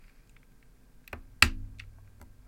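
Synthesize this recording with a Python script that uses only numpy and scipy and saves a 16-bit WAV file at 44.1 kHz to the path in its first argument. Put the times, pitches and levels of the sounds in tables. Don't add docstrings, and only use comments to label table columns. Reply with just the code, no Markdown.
import sys
import numpy as np
from scipy import signal
from scipy.fft import rfft, irfft
from scipy.io import wavfile
from scipy.ndimage import uniform_filter1d

SR = 44100
rng = np.random.default_rng(int(sys.argv[2]) if len(sys.argv) > 2 else 0)


def generate_wav(sig):
    pcm = np.round(np.clip(np.atleast_2d(sig).T, -1, 1) * 32767).astype(np.int16)
    wavfile.write(sys.argv[1], SR, pcm)


N = 108971


def amp(db):
    return 10 ** (np.asarray(db) / 20)


def unit(x):
    return x / np.sqrt(np.mean(x ** 2) + 1e-20)


def read(points, hz):
    f, value = np.transpose(points)
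    return np.interp(np.log(hz + 1), np.log(f + 1), value)


def add(mix, start_s, sound):
    part = mix[max(round(start_s * SR), 0):][:len(sound)]
    part += sound[:len(part)]


def noise(colour, size):
    spectrum = rfft(rng.standard_normal(size))
    gain = amp(read(colour, np.fft.rfftfreq(size, 1 / SR)))
    return unit(irfft(spectrum * gain, size))


def ring(t, rise, t60):
    return (1 - np.exp(-t / rise)) * np.exp(-np.log(1000) * t / t60)


def cut(x, hz, kind):
    edge = np.clip(hz, 20, .48 * SR)
    return signal.sosfilt(signal.butter(2, edge, kind, fs=SR, output="sos"), x)


KEY_RISE_S = 0.00041


def modes(table, t, pitch=1):
    out = np.zeros(len(t))
    for k, (hz, db, t60) in enumerate(table):
        sine = np.sin(2 * np.pi * hz * pitch * t)
        out += amp(db) * ring(t, KEY_RISE_S, t60) * sine * (-1) ** k
    return out


# frequency in Hz, relative strength in dB per Hz.
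TICK_COLOUR = [(500, -25.5), (3000, -9), (7000, -8.5), (10000, -8.5), (13000, -7), (16000, -6.5)]
TICK_T60_S, TICK_RISE_S = 0.015, .0003


def tick(t):
    return ring(t, TICK_RISE_S, TICK_T60_S) * noise(TICK_COLOUR, len(t))


# frequency in Hz at pitch ratio 1, relative level in dB, time to fall by 60 dB in seconds.
KEY_MODES = [(375, -32.5, 0.047), (568, -29, 0.033), (850, -35, 0.04), (1020, -28.5, .05),
             (1200, -27, 0.039), (1347, -23.5, .05), (1630, -18, .03), (1893, -9, 0.025), (2390, -17, .014),
             (2695, -7, .014), (2890, -19, 0.034), (3484, -28.5, 0.039), (3997, -16, 0.018),
             (4345, -20, 0.031), (4580, -22, .036), (7750, -30, .04), (8000, -20, .014)]
# frequency in Hz, relative strength in dB per Hz.
RATTLE_COLOUR = [(300, -18.5), (1000, -7), (2500, 10.5), (3500, -11.5), (4800, -8), (6300, -16), (8000, -9),
                 (11000, -22.5), (16000, -20)]
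RATTLE_DB, RATTLE_T60_S = -5, 0.022


def contact(level_db, low_hz, high_hz, tick_db, pitch):
    t = np.arange(SR // 5) / SR
    rattle = ring(t, KEY_RISE_S, RATTLE_T60_S) * noise(RATTLE_COLOUR, len(t))
    body = modes(KEY_MODES, t, pitch) + amp(RATTLE_DB) * rattle
    body = cut(cut(body, low_hz, "high"), high_hz, "low")
    return amp(level_db) * body + amp(tick_db) * tick(t)


# start in seconds, level in dB, low cut in Hz, high cut in Hz,
# level of the sharp tick in dB, pitch of the modes as a ratio.
CONTACTS = [(.040, -50.5, 1900, 3980, -82, 0.8), (.0805, -46, 1900, 2800, -80, 0.5),
            (.094, -47.5, 1900, 2570, -82, .95), (.2735, -54, 4380, 9000, -67, 1.14),
            (.294, -35, 7560, 11200, -63, 0.86), (.3642, -40.5, 1180, 3000, -70, .8),
            (.368, -51, 1400, 3040, -87.5, .86), (.4287, -47.5, 1260, 2560, -78, 0.76),
            (.519, -57, 1400, 2480, -64.5, .85), (.6265, -47.5, 1350, 2800, -76, 0.98),
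            (1.0405, -52.5, 1490, 2920, -72, .9), (1.0768, -33.5, 1950, 4900, -38.5, 0.99),
            (1.1286, -28, 310, 1620, -44, 1.07), (1.1303, -8.5, 350, 910, -45, 0.94),
            (1.4228, -7, 2800, 8000, -42.5, 0.94), (1.4238, 1.5, 149, 13000, -15.5, 1),
            (1.4288, -16.5, 910, 2820, -47, .98), (1.786, -36.5, 5000, 6900, -71, 0.94),
            (1.7950, -31, 3830, 7800, -68, 1.3), (1.7980, -26, 2300, 3806, -62, 1.01),
            (1.806, -40, 1200, 2300, -68, 0.77), (1.819, -44, 1198, 3000, -72, 1),
            (1.836, -48, 1200, 2000, -80, 0.72), (2.075, -49.5, 1000, 1598, -75, .8)]


def keys():
    out = np.zeros(N)
    for start_s, *settings in CONTACTS:
        add(out, start_s, contact(*settings))
    return out


# frequency in Hz at pitch ratio 1, relative level in dB, time to fall by 60 dB in seconds.
KNOCK_MODES = [(590, -49.5, 0.052), (815, -48, 0.042), (980, -51, 0.096), (1366, -41.5, 0.017),
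               (1680, -51, 0.023), (2060, -51.5, 0.049), (2250, -52, 0.022), (6240, -54, 0.022),
               (8190, -40, 0.016)]
# start in seconds, level in dB, high cut in Hz,
# level of the sharp tick in dB, pitch of the modes as a ratio.
KNOCKS = [(1.1306, 10, 850, -70, 0.713), (1.984, -8, 940, -80, 1.125), (2.1993, -16, 2500, -63, 1),
          (2.2140, -3.5, 5990, -46, 1), (2.2255, -7, 1000, -52, .95), (2.465, -18, 1500, -80, 0.97)]


def knocks():
    t, out = np.arange(SR // 5) / SR, np.zeros(N)
    for start_s, level_db, high_hz, tick_db, pitch in KNOCKS:
        body = cut(modes(KNOCK_MODES, t, pitch), high_hz, "low")
        add(out, start_s, amp(level_db) * body + amp(tick_db) * tick(t))
    return out


# start in seconds, level in dB.
THUMPS = [(1.130, -15), (1.4246, 1), (2.204, -22)]
# frequency in Hz, relative level in dB,
# time to fall by 60 dB in seconds, build-up time in seconds.
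DESK_MODES = [(28.02, -27.5, 1, .04), (47, -28, .25, .02), (56, -35, 0.15, .02), (61, -46.5, 3.2, .02),
              (78, -13, 0.16, .02), (90, -21.5, .11, .015), (100.6, -44, 3.8, 0.0071),
              (95.66, -42, 1.3, 0.0085), (150, -30, .1, 0.0044), (210, -41.5, 0.73, 0.0064),
              (241, -17, 0.11, 0.019), (265, -40.5, 0.76, .006), (325.4, -41.5, 0.45, .006),
              (368.5, -25.5, .09, .012)]
# frequency in Hz, relative strength in dB per Hz.
SHUDDER_COLOUR = [(10, -8.5), (30, -1.5), (60, -3), (85, -18.5), (160, -31.5), (500, -53.5), (2000, -89.5)]
SHUDDER_DB, SHUDDER_T60_S = -42.5, 1.8


def desk(shudder_rise_s=.02):
    t, out = np.arange(N) / SR, np.zeros(N)
    boom = np.zeros(N)
    for hz, db, t60, rise in DESK_MODES:
        boom += amp(db) * ring(t, rise, t60) * np.sin(2 * np.pi * hz * t)
    for start_s, level_db in THUMPS:
        shudder = amp(SHUDDER_DB) * ring(t, shudder_rise_s, SHUDDER_T60_S) * noise(SHUDDER_COLOUR, N)
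        add(out, start_s, amp(level_db) * (boom + shudder))
    return out


# frequency in Hz, time to fall by 60 dB in seconds.
ROOM_T60 = [(200, .2), (700, .19), (1500, 0.16), (3000, .17), (6000, .15), (10000, 0.11), (16000, .12)]
ROOM_DELAY_S, ROOM_BUILD_S = .004, 0.0092


def room(x, colour=None):
    size = SR // 2
    hz, t, bands = signal.stft(rng.choice([-1., 1.], size), SR, nperseg=256)
    t60 = read(ROOM_T60, hz)[:, None]
    decay = np.exp(-np.log(1000) * t / t60)
    bands = bands * decay * np.sqrt(2 * np.log(1000) / (t60 * SR))
    if colour:
        bands = bands * amp(read(colour, hz))[:, None]
    tail = signal.istft(bands, SR, nperseg=256)[1][:size]
    tail = tail * np.clip((np.arange(size) / SR - ROOM_DELAY_S) / ROOM_BUILD_S, 0, 1)
    return signal.fftconvolve(x, tail)[:N]


def blows():
    pulse, out = signal.unit_impulse(SR // 20), np.zeros(N)
    for start_s, level_db, low_hz, high_hz, _, _ in CONTACTS:
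        blow = cut(cut(pulse, low_hz, "high"), high_hz, "low")
        add(out, start_s, amp(level_db) * blow)
    return out


# frequency in Hz, gain in dB.
SCATTER_COLOUR = [(100, -9), (350, 3), (650, 0), (950, 3.5), (1300, 10), (2000, 10), (2700, 7.5), (3500, 1),
                  (4400, 3), (6000, -2.5), (8000, -1.5), (11000, -7.5), (16000, -3.5)]


def scatter():
    return room(blows(), SCATTER_COLOUR)


# time in seconds, level in dB before the uneven slips.
BRUSH = [(0, -74.5), (.04, -69), (.1, -68.5), (.135, -75), (.18, -69), (.22, -76), (.27, -76.5), (.45, -83),
         (.6, -82)]
# frequency in Hz, relative strength in dB per Hz.
BRUSH_COLOUR = [(500, -29.5), (1300, -5.5), (1900, -4.5), (2450, 0.5), (2900, -13.5), (3800, -17.5),
                (4700, -9), (6000, -21.5), (16000, -29)]


def fingers(grain_db=2.5):
    time_s, db = np.transpose(BRUSH)
    slips = unit(uniform_filter1d(rng.standard_normal(N), size=200))
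    level_db = np.interp(np.arange(N) / SR, time_s, db) + grain_db * slips
    return noise(BRUSH_COLOUR, N) * amp(level_db)


# frequency in Hz, relative strength in dB per Hz.
FLOOR_COLOUR = [(10, -2.5), (22, 0), (46, -0.5), (70, -22), (120, -12.5), (180, -18), (250, -18),
                (330, -26.5), (450, -28), (700, -32), (1100, -34.5), (1600, -35.5), (2300, -43.5),
                (3500, -43.5), (8000, -43), (16000, -45)]
FLOOR_DB = -56
# centre frequency in Hz, rms level in dB.
HUM = [(119, -74.5), (248, -78), (452, -82), (1583, -83)]
HUM_WANDER_HZ = 5.4


def background():
    out = amp(FLOOR_DB) * noise(FLOOR_COLOUR, N)
    for hz, db in HUM:
        wander = HUM_WANDER_HZ * unit(uniform_filter1d(rng.standard_normal(N), size=2000))
        phase = 2 * np.pi * np.cumsum(hz + wander) / SR
        out += amp(db) * np.sqrt(2) * np.sin(phase)
    return out


ROOM_DB = -20.5


def scene():
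    direct = keys() + knocks()
    reflected = amp(ROOM_DB) * room(direct) + scatter()
    return (direct + reflected + desk() + fingers() + background())[None]


CUTOFF_HZ = 16200


def record(dry, ceiling=.8):
    rounded = dry / (1 + (dry / ceiling) ** 6) ** (1 / 6)
    band_limit = signal.firwin(255, CUTOFF_HZ, window=("kaiser", 9), fs=SR)
    return signal.oaconvolve(rounded, band_limit[None], "same")


dry = scene()
out = record(dry)
generate_wav(out)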